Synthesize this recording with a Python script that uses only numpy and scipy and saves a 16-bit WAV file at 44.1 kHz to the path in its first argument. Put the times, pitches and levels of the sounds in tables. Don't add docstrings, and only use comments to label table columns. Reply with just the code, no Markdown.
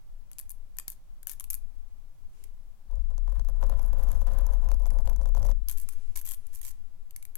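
import sys
import numpy as np
from scipy import signal
from scipy.fft import rfft, irfft
from scipy.io import wavfile
from scipy.ndimage import uniform_filter1d

SR = 44100
rng = np.random.default_rng(int(sys.argv[2]) if len(sys.argv) > 2 else 0)


def persist_wave(psi):
    counts = np.round(np.clip(psi, -1, 1) * 32767).astype(np.int16)
    wavfile.write(sys.argv[1], SR, np.atleast_2d(counts).T)


N = 325017
TIME = np.arange(N) / SR
TOUCH_S, LIFT_S = 2.89, 5.516

# time_s, gain_db
SPARKLE = [(1.5, -6.5), (5.7, -4.5), (6.17, -9), (6.29, 0.5), (6.65, -8), (7.1, -2.5)]
# start_s, end_s, level_db
SLIDES = [(0.875, 0.939, -57), (1.28, 1.34, -48.5), (1.505, 1.558, -54.5), (5.684, 5.743, -47),
          (5.766, 5.84, -55), (5.89, 5.946, -60), (6.154, 6.202, -42), (6.248, 6.353, -44.5),
          (6.524, 6.594, -55.5), (6.625, 6.714, -47.5)]
# time_s, left_over_right_db
HAND_PAN = [(0.9, 10), (1.3, 13), (1.55, -4), (5.7, 6), (5.8, 0), (5.9, 6), (6.17, -1), (6.28, 8),
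            (6.6, -3), (7.2, 8.5)]
# start_s, end_s, friction_db
PULLS = [(2.896, 2.992, -64), (3.098, 3.138, -62), (3.271, 3.425, -63.5), (3.487, 3.505, -55.5),
         (3.612, 3.669, -55), (3.691, 3.747, -56), (3.777, 3.858, -59.5), (3.97, 4.243, -59.5),
         (4.267, 4.41, -56.5), (4.502, 4.563, -56), (4.621, 4.765, -57), (4.793, 4.877, -57),
         (4.904, 5.017, -55.5), (5.047, 5.135, -54), (5.187, 5.299, -58.5), (5.361, 5.416, -54),
         (5.413, 5.505, -49)]
# frequency_hz, gain_db
RASP_SPECTRUM = [(500, -45), (1000, -2), (1400, 2.5), (1800, -4), (2300, -13.5), (3400, -15.5),
                 (6000, -26.5)]
# time_s, friction_db
GLIDE_FRICTION = [(3.2, -85), (3.25, -73), (3.46, -78), (3.58, -63), (3.68, -61.5), (3.93, -60),
                  (4.03, -56), (4.2, -60.5), (4.25, -68), (4.31, -56.5), (4.48, -57), (4.66, -63.5),
                  (4.79, -74), (4.96, -66), (5.32, -74), (5.48, -65)]


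def amp(db):
    return 10 ** (np.asarray(db) / 20)


def unit_rms(x):
    return x / np.sqrt(np.mean(x ** 2) + 1e-20)


def at_hz(points, hz):
    knots_hz, values = np.transpose(points)
    return np.interp(np.log(hz + 1), np.log(knots_hz + 1), values)


def at_time(curve, s):
    times, *columns = np.transpose(curve)
    return [np.interp(s, times, column) for column in columns]


def add(mix, s, sound):
    part = mix[..., max(round(s * SR), 0):][..., :sound.shape[-1]]
    part += sound[..., :part.shape[-1]]


def colour(x, spectrum, size=2048):
    log_gain = np.log(amp(at_hz(spectrum, abs(np.fft.fftfreq(size, 1 / SR)))))
    taps = np.fft.ifft(np.exp(np.conj(signal.hilbert(log_gain)))).real
    return signal.fftconvolve(x, taps[:size // 2])[:len(x)]


def noise(spectrum):
    gain = amp(at_hz(spectrum, np.fft.rfftfreq(N, 1 / SR)))
    return unit_rms(irfft(rfft(rng.standard_normal(N)) * gain, N))


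def grains(per_s, spread_db):
    size = amp(spread_db * np.minimum(rng.exponential(1, N), 4)) * rng.choice([-1, 1], N)
    return size * (rng.random(N) < per_s / SR)


def scatter(start, end, per_s):
    count = max(round((end - start) * per_s), 1)
    return start + (end - start) * (np.arange(count) + rng.random(count)) / count


def swell(start, end):
    return np.sin(np.pi * np.clip((TIME - start) / (end - start), 0, 1)) ** 2


def sides(pan_db):
    gains = amp([[pan_db / 2], [-pan_db / 2]])
    return gains / gains.mean()


def room_tone(air_db=-67, left_db=-41, right_db=-47, stirred_db=-37):
    # frequency_hz, gain_db
    air_spectrum = [(35, -41), (60, -12.5), (142, -3), (168, -17), (202, -9), (227, -20), (268, -16),
                    (354, -22), (448, -22.5), (553, -19.5), (991, -21), (1510, -28), (3940, -32.5),
                    (16000, -33.5)]
    sway_spectrum = [(5, -17.5), (14, -7.5), (20, -9), (30, -29.5), (50, -36.5), (100, -51.5), (400, -110)]
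    # start_s, end_s, level_db
    draughts = [(1.26, 2.07, 4.5), (5.297, 6.594, -3.5)]
    stirring = sum(amp(db) * swell(start, end) for start, end, db in draughts)
    sways = amp(left_db) + amp(stirred_db) * stirring, amp(right_db)
    return np.array([noise(air_spectrum) * amp(air_db) + noise(sway_spectrum) * sway for sway in sways])


def contact(decay_s, rise_s, size=512):
    t = np.arange(size) / SR
    return rng.standard_normal(size) * np.exp(-t / decay_s) * (1 - np.exp(-t / rise_s))


def claw_response(forces, ring_db, vary_db=3.5, detune=0.0068):
    # frequency_hz, level_db, t60_s
    modes = [(1070, 0, 0.05), (1856, 4, 0.028), (2400, 1, 0.022), (3190, 1, 0.035), (3900, -3, 0.025),
             (4590, 1, 0.025), (6490, 0, 0.035), (7800, -4, 0.05), (8150, -3, 0.055), (9400, 3, .05),
             (10400, -15, 0.17), (10400, -22, 0.037), (11900, -9, 0.07), (12800, -26, .11),
             (11600, -18, 0.17), (12400, -21, .11), (13270, -8, 0.075), (14600, -6, 0.072)]
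    # frequency_hz, gain_db
    click_spectrum = [(200, -21), (600, -21.5), (1500, -18.5), (2500, -18), (3800, -17), (5300, -14),
                      (6700, -8), (9000, -6), (10800, 0.5), (12200, 9), (13200, -2), (14500, -6.5),
                      (15700, -13), (17000, -56)]
    t = np.arange(SR // 6) / SR
    deviations = rng.standard_normal((len(modes), 2))
    tuning = rng.uniform(0.93, 1.035)
    ring = np.zeros(len(t))
    for (hz, db, t60), (strength, shift) in zip(modes, deviations):
        envelope = amp(ring_db + db + vary_db * strength - 60 * t / t60)
        ring += envelope * np.cos(2 * np.pi * hz * tuning * (1 + detune * shift) * t)
    ring[0] += 1
    return np.array([colour(signal.fftconvolve(force, ring), click_spectrum) for force in forces])


def cavity_ring(hz, t60_s=0.015, rise_s=0.0003, size=2048):
    t = np.arange(size) / SR
    envelope = amp(-60 * t / t60_s) * (1 - np.exp(-t / rise_s))
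    return unit_rms(np.sin(2 * np.pi * hz * t) * envelope) / np.sqrt(size)


def claw_clicks(gain_db=16.5, low_gain_db=19, cavity_db=-3, unshared=0.62, delay_s=0.00058, lag_s=0.0008):
    # time_s, level_db, clack_db, cavity_hz, left_over_right_db
    impacts = [(0.3147, -41.5, -20.5, 1570, 10), (0.3315, -45, -18, 2960, 13),
               (0.384, -33.5, -19, 2430, 10), (0.391, -29.5, -24, 1680, 8), (0.3975, -34.5, -22, 1610, 17),
               (0.4117, -41, -28, 1600, 13), (0.494, -36, -33, 960, 13), (0.5036, -33.5, -28.5, 1010, 4),
               (0.509, -38, -31, 1030, 14), (0.5162, -37.5, -32, 1150, 14), (0.769, -45.5, -17, 1600, 10),
               (0.7856, -24.5, -15, 2430, 11), (0.7977, -32.5, -16.5, 1190, 11),
               (0.8801, -25, -20, 2130, 8), (0.9012, -30.5, -24, 1680, 14), (0.919, -39, -23, 960, 9),
               (1.23, -41, -13.5, 1570, 9), (1.2701, -24.5, -21, 1630, 16), (1.279, -38, -17, 1660, 12),
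               (1.2948, -30.5, -22.5, 1620, 11), (1.3151, -31, -30, 2010, 14), (1.33, -41, -32, 2690, 10),
               (1.398, -31.5, -20.5, 3180, 15), (1.4066, -32, -15.5, 1090, 6), (1.441, -35, -20, 2600, 9),
               (1.502, -23, -29.5, 2560, 9), (1.506, -23, -30, 2430, 6), (1.531, -29, -23, 1420, 8),
               (1.5416, -25.5, -23.5, 2480, 11), (1.55, -30, -29, 2430, 9), (2.4382, -41, -14, 2050, -3),
               (5.685, -25, -19.5, 3300, 5), (5.6962, -28, -18, 3230, 8), (5.7128, -28, -24, 1580, 9),
               (5.7225, -42, -15, 2260, 0), (5.7745, -37, -17, 1860, -1), (5.783, -34.5, -22, 2570, 9),
               (5.7986, -34, -21.5, 1840, -4), (5.814, -39, -30, 1200, -1), (5.888, -31, -17.5, 1120, 4.5),
               (5.9243, -46, -15, 945, 5), (5.934, -45, -16, 1510, 0), (6.1599, -30.5, -22, 1930, 2),
               (6.1719, -26.5, -27, 1830, -10), (6.213, -33.5, -20, 1890, -1), (6.2541, -35, -21, 2350, 19),
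               (6.2893, -29.5, -22, 3170, 12), (6.3109, -29, -20, 3110, 13), (6.3181, -31, -16, 3150, 7),
               (6.3363, -39, -17, 2490, 9), (6.4677, -44, -21, 2770, 5), (6.5485, -35, -28, 1900, -4),
               (6.5564, -38, -24, 2840, -2), (6.6137, -34.5, -19, 1908, -6),
               (6.6487, -35, -16.5, 2247, -14), (7.108, -43, -12.5, 2940, 7),
               (7.1618, -31.5, -18.5, 2170, 7.5), (7.2257, -40.5, -12, 2270, 2),
               (7.2516, -36.5, -14.5, 2360, 8), (7.354, -29.5, -18.5, 1700, 6)]
    out = np.zeros((2, N))
    for s, level_db, clack_db, cavity_hz, pan_db in impacts + claw_skips():
        (top_db,) = at_time(SPARKLE, s)
        low_db = clack_db + low_gain_db
        mid_db = 0.51 * low_db
        tone = [(2500, low_db), (4000, low_db), (5500, mid_db), (8500, mid_db),
                (10500, 0), (12000, top_db), (14000, 0)]
        left_force = contact(decay_s=0.00058, rise_s=0.0001)
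        right_force = left_force * (1 - unshared) + contact(decay_s=0.0022, rise_s=0.00012) * unshared
        pair = claw_response([left_force, right_force], ring_db=-41.5)
        pair = np.array([colour(side, tone, size=512) for side in pair])
        pair /= np.linalg.norm(pair, axis=1, keepdims=True)
        add(pair, 0, cavity_ring(cavity_hz) * amp(clack_db + cavity_db))
        pair *= sides(pan_db) * amp(level_db + gain_db)
        add(out[0], s + delay_s, pair[0])
        add(out[1], s + delay_s + lag_s, pair[1])
    return out


def reverberation(x, wet_db=-13, gap_s=0.0013, echoes_per_s=5000):
    # frequency_hz, t60_s
    decay_times = [(500, 0.22), (2500, 0.37), (7000, 0.23), (12000, 0.17), (16000, 0.036)]
    echoes = rng.choice([-1., 1.], (2, SR // 2)) * (rng.random((2, SR // 2)) < echoes_per_s / SR)
    echoes[:, :round(gap_s * SR)] = 0
    hz, t, spectra = signal.stft(echoes, SR, nperseg=256)
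    decay = amp(-60 * t / at_hz(decay_times, hz)[:, None])
    _, tail = signal.istft(spectra * decay, SR, nperseg=256)
    tail /= np.linalg.norm(tail[0])
    return amp(wet_db) * signal.fftconvolve(x.mean(0)[None], tail, axes=1)[:, :N]


def claw_slides(gain_db=-1, fade_db=3.5, top_db=-3.5, trip_s=0.0005, steady=0.22, lag_s=0.00073):
    trip = np.exp(-np.arange(256) / SR / trip_s)
    roughness = signal.fftconvolve(abs(grains(per_s=900, spread_db=3)), trip)[:N] + steady
    chatter = roughness * rng.standard_normal((2, N))
    out = np.zeros((2, N))
    for start, end, db in SLIDES:
        (pan_db,) = at_time(HAND_PAN, (start + end) / 2)
        (sparkle_db,) = at_time(SPARKLE, start)
        force = chatter[:, round(start * SR):round(end * SR)]
        size = force.shape[1]
        envelope = amp(np.linspace(0, -fade_db, size)) * signal.windows.tukey(size, 0.15)
        tone = [(8000, 0), (11500, sparkle_db + top_db), (14000, top_db)]
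        pair = claw_response(force * envelope, ring_db=-39.5)
        pair = np.array([colour(side, tone, size=512) for side in pair])
        pair *= np.sqrt(size) / np.linalg.norm(pair, axis=1, keepdims=True)
        pair *= sides(pan_db) * amp(db + gain_db)
        add(out[0], start, pair[0])
        add(out[1], start + lag_s, pair[1])
    return out


def claw_skips(gain_db=4, spread_db=1.5, clack_db=-19, cavity_range_hz=(1670, 3410)):
    rows = []
    for start, end, db in SLIDES:
        for s in scatter(start, end, per_s=55):
            level_db = db + gain_db + spread_db * rng.standard_normal()
            rows.append((s, level_db, clack_db, rng.uniform(*cavity_range_hz), *at_time(HAND_PAN, s)))
    return rows


def arm_brushing():
    # start_s, end_s, level_db, low_rustle_db
    swings = [(2.27, 2.55, -67.5, -1), (5.534, 6.386, -65.5, -3), (6.217, 6.937, -68.5, -14)]
    # frequency_hz, gain_db
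    rustle_spectrum = [(150, -45), (380, 21), (700, -5), (1400, -3), (2400, 2), (4000, -3.5), (7000, 0.5),
                       (11000, -2.5), (16000, -17)]
    rustle = [noise(rustle_spectrum) for _ in range(2)]
    out = np.zeros((2, N))
    for start, end, db, low_db in swings:
        out += [colour(side * amp(db) * swell(start, end), [(450, low_db), (1500, 0)]) for side in rustle]
    return out


def pull_envelopes(bite_s=0.0047, release_s=0.005, fade_db=3.5):
    # time_s, rasp_db, fizz_db
    brightness = [(3.0, -16, -43), (3.35, -2.5, -13), (3.65, -6.5, -16), (4.0, -8.5, -5), (4.35, -3, -12.5),
                  (5.1, -21, -15), (5.5, -8.5, -13)]
    friction = np.zeros(N)
    for start, end, db in PULLS:
        bite = np.clip((TIME - start) / bite_s + 0.5, 0, 1)
        release = np.clip((end - TIME) / release_s + 0.5, 0, 1)
        progress = np.clip((TIME - start) / (end - start), 0, 1)
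        friction += bite * release * amp(db + fade_db * (1.5 - progress))
    rasp_db, fizz_db = at_time(brightness, TIME)
    return friction, friction * amp(rasp_db), friction * amp(fizz_db)


def mount_rumble(gain_db=-23, effort_exponent=0.37, rise_s=0.019, fall_db_per_s=89):
    # frequency_hz, gain_db
    mount_spectrum = [(8, -21.5), (18, -6), (27, -1), (36, -3.5), (42, -5.5), (50, -20), (61, -49),
                      (72, -36), (88, -30), (103, -36), (120, -58), (300, -100)]
    friction = np.hypot(pull_envelopes()[0], amp(at_time(GLIDE_FRICTION, TIME)[0]))
    effort = abs(uniform_filter1d(friction, size=SR // 4))
    effort = np.interp(np.clip(TIME, TOUCH_S, LIFT_S), TIME, effort / effort.max())
    onset = np.clip((TIME - TOUCH_S) / rise_s, 0, 1)
    decay = amp(-fall_db_per_s * np.maximum(TIME - LIFT_S, 0))
    push = effort ** effort_exponent * onset * decay
    swing = signal.hilbert(noise(mount_spectrum))
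    swing = swing.real / uniform_filter1d(abs(swing), size=2000) ** 0.85
    return np.array([2 * unit_rms(swing) * push * amp(gain_db), np.zeros(N)])


def microphone_body(force):
    # frequency_hz, width_hz, level_db
    resonances = [(89, 14.3, 21.5), (149, 10, -9), (156.3, 37.7, 14.5), (205.4, 10, 10), (272.3, 10, 8),
                  (333.4, 14, 5.5), (417.7, 19, 5.5), (464, 55, -36), (550, 41.7, 16), (708, 93, 7.5),
                  (804, 152, 7), (940, 180, 7.5), (1260, 370, -4)]
    t = np.arange(SR // 4) / SR
    ring = sum(amp(db) * width ** 2 * t * np.exp(-1.5 * np.pi * width * t) * np.sin(2 * np.pi * hz * t)
               for hz, width, db in resonances)
    return signal.fftconvolve(force, ring / np.linalg.norm(ring))[:N]


def foam_glide(body_db=-3, rasp_db=-5, hiss_db=-13, far_db=-15, patchy_db=4, patch_s=0.012):
    # frequency_hz, gain_db
    hiss_spectrum = [(1000, -25), (2500, -27), (4200, -17), (6500, -1), (8800, -6), (10300, -3), (11800, 2),
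                     (13200, -9), (16000, -24)]
    landed = np.clip((TIME - TOUCH_S) / 0.011 + 0.5, 0, 1)
    lifted = np.clip((TIME - LIFT_S) / 0.017, 0, 1)
    friction = amp(at_time(GLIDE_FRICTION, TIME)[0]) * landed * (1 - lifted)
    slips = unit_rms(grains(per_s=4500, spread_db=4))
    hiss = np.array([unit_rms(colour(grains(per_s=2200, spread_db=5), hiss_spectrum)) for _ in range(2)])
    flicker = unit_rms(uniform_filter1d(rng.standard_normal(N), size=round(patch_s * SR)))
    patches = unit_rms(amp(patchy_db * flicker))
    out = hiss * patches * friction * amp(hiss_db) * amp([[0], [far_db]])
    out[0] += colour(microphone_body(slips * friction), [(100, 5), (400, 7.5)]) * amp(body_db)
    out[0] += unit_rms(colour(slips, RASP_SPECTRUM)) * friction * amp(rasp_db)
    return 2 * out


def foam_rub(rasp_db=-3, airborne_db=-20):
    friction, rasp, _ = pull_envelopes()
    slips = grains(per_s=1200, spread_db=6.5)
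    rub = microphone_body(unit_rms(slips) * friction)
    rub += unit_rms(colour(slips, RASP_SPECTRUM)) * rasp * amp(rasp_db)
    airborne = microphone_body(unit_rms(grains(per_s=2000, spread_db=11)) * friction)
    return np.array([2 * rub, airborne * amp(airborne_db)])


def foam_catches(knock_db=6.5, spread_db=1):
    return [(s, *(np.array([db, db + knock_db, 0]) + spread_db * rng.standard_normal(3)))
            for start, end, db in PULLS for s in scatter(start, end, per_s=22)]


def foam_crackle(fizz_db=-3, snap_gain_db=-7, knock_gain_db=18, crack_db=3, top_db=-4, far_db=-11):
    # time_s, snap_db, knock_db, sparkle_db
    snags = [(2.929, -70, -49.5, -5), (3.113, -69, -42, -13), (3.18, -50.5, -39.5, -5),
             (3.2786, -58, -34.5, -15), (3.2986, -57, -52, -6), (3.3236, -60, -39, -11),
             (3.396, -47.5, -37.5, -13), (3.4484, -53, -45, -3), (3.4859, -60, -38, 9),
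             (3.497, -58.5, -53, 8.5), (3.6282, -56, -23.5, 1), (3.638, -49.5, -40, -4.5),
             (3.6972, -49, -26.5, 6.5), (3.7253, -64, -31, 1), (3.795, -50.5, -33, 1),
             (3.819, -67, -64, 18.5), (3.862, -57, -49, 11), (3.879, -66, -55, 14), (3.932, -51.5, -31, 3),
             (3.9963, -50.5, -32.5, -13), (4.1164, -45.5, -35.5, 8), (4.217, -55.5, -31.5, 6.5),
             (4.267, -60, -36, 4), (4.3872, -47, -36, 8), (4.411, -60, -39, 11), (4.4665, -48, -35.5, 9),
             (4.5353, -55, -45, 10), (4.6467, -61, -54, 0), (4.688, -50.5, -35.5, 0),
             (4.716, -40.5, -28, -4), (4.7429, -54, -39, 9), (4.857, -47.5, -33, -7),
             (4.8658, -49, -32.5, 6), (4.905, -46, -39.5, -2), (4.9871, -50.5, -35.5, -3),
             (5.0747, -45.5, -30.5, -9), (5.0971, -47.5, -34, 6.5), (5.162, -50.5, -41.5, 4.5),
             (5.2143, -52.5, -34, -9), (5.2325, -58, -48, 5), (5.2574, -49, -32, -5),
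             (5.29, -62.5, -52, 11), (5.3494, -48, -30, -2), (5.371, -52, -31, -7), (5.378, -58, -37, -8),
             (5.4291, -45.5, -33.5, -10), (5.4518, -47, -42, -14), (5.467, -43, -46, -9),
             (5.487, -54, -41, -14), (5.5142, -46.5, -35, -6)]
    # frequency_hz, gain_db
    foam_spectrum = [(500, -33), (1500, -2.5), (2600, -6), (4200, -5.5), (6500, 2), (8800, -5), (10300, 3),
                     (11800, 9.5), (13200, -1.5), (16000, -30)]
    *_, fizz = pull_envelopes()
    flick_decay = np.exp(-1 / (0.00046 * SR))
    flicks = signal.lfilter([1], [1, -flick_decay], abs(grains(per_s=370, spread_db=6)))
    out = np.array([unit_rms(colour(flicks * rng.standard_normal(N), foam_spectrum)) for _ in range(2)])
    out *= fizz * amp(fizz_db)
    knocks = np.zeros(N)
    for s, snap_db, knock_db, sparkle_db in snags + foam_catches():
        for side in out:
            snap = unit_rms(colour(contact(decay_s=0.0011, rise_s=0.00005), foam_spectrum))
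            snap = colour(snap, [(8500, 0), (10500, sparkle_db + top_db)], size=512)
            add(side, s, snap * amp(snap_db + snap_gain_db))
        add(knocks, s, amp([knock_db + knock_gain_db]))
    out *= 2 * amp([[0], [far_db]])
    out[0] += microphone_body(knocks) + amp(crack_db) * colour(knocks, RASP_SPECTRUM)
    return out


def basket_hum():
    # start_s, end_s, level_db
    hums = [(4.286, 4.395, -50), (4.47, 4.606, -46), (5.387, 5.543, -43)]
    # frequency_hz, gain_db
    basket_spectrum = [(380, -72), (490, -22), (545, -8), (610, -19), (800, -70)]
    envelope = sum(amp(db) * swell(start, end) for start, end, db in hums)
    return np.array([noise(basket_spectrum) * envelope, np.zeros(N)])


def claw_tinkles(low_hz=9790, high_hz=9880, t60_s=0.43, far_db=-9):
    # time_s, level_db
    releases = [(4.717, -66), (4.904, -60), (6.318, -61)]
    t = np.arange(SR // 2) / SR
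    ring = (np.sin(2 * np.pi * low_hz * t) + 0.5 * np.sin(2 * np.pi * high_hz * t)) * amp(-60 * t / t60_s)
    out = np.zeros(N)
    for s, db in releases:
        add(out, s, ring * amp(db))
    return out * amp([[0], [far_db]])


def microphone_arm_rock(rock_hz=7.2, level_db=-19, rise_s=0.22, fall_db_per_s=9):
    t = np.maximum(TIME - LIFT_S, 0)
    envelope = np.minimum(t / rise_s, 1) * amp(level_db - fall_db_per_s * t)
    return np.array([np.sin(2 * np.pi * rock_hz * t) * envelope, np.zeros(N)])


def scene():
    claws = claw_clicks() + claw_slides() + claw_tinkles()
    foam = foam_rub() + foam_glide() + foam_crackle() + basket_hum()
    reflections = reverberation(claws)
    rumble = mount_rumble() + microphone_arm_rock()
    return claws + reflections + rumble + foam + arm_brushing() + room_tone()


def record(dry):
    cutoff_hz = 16500
    taps = signal.firwin(511, cutoff_hz, window=("kaiser", 9), fs=SR)
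    return signal.oaconvolve(dry, taps[None], "same")


dry = scene()
out = record(dry)
persist_wave(out)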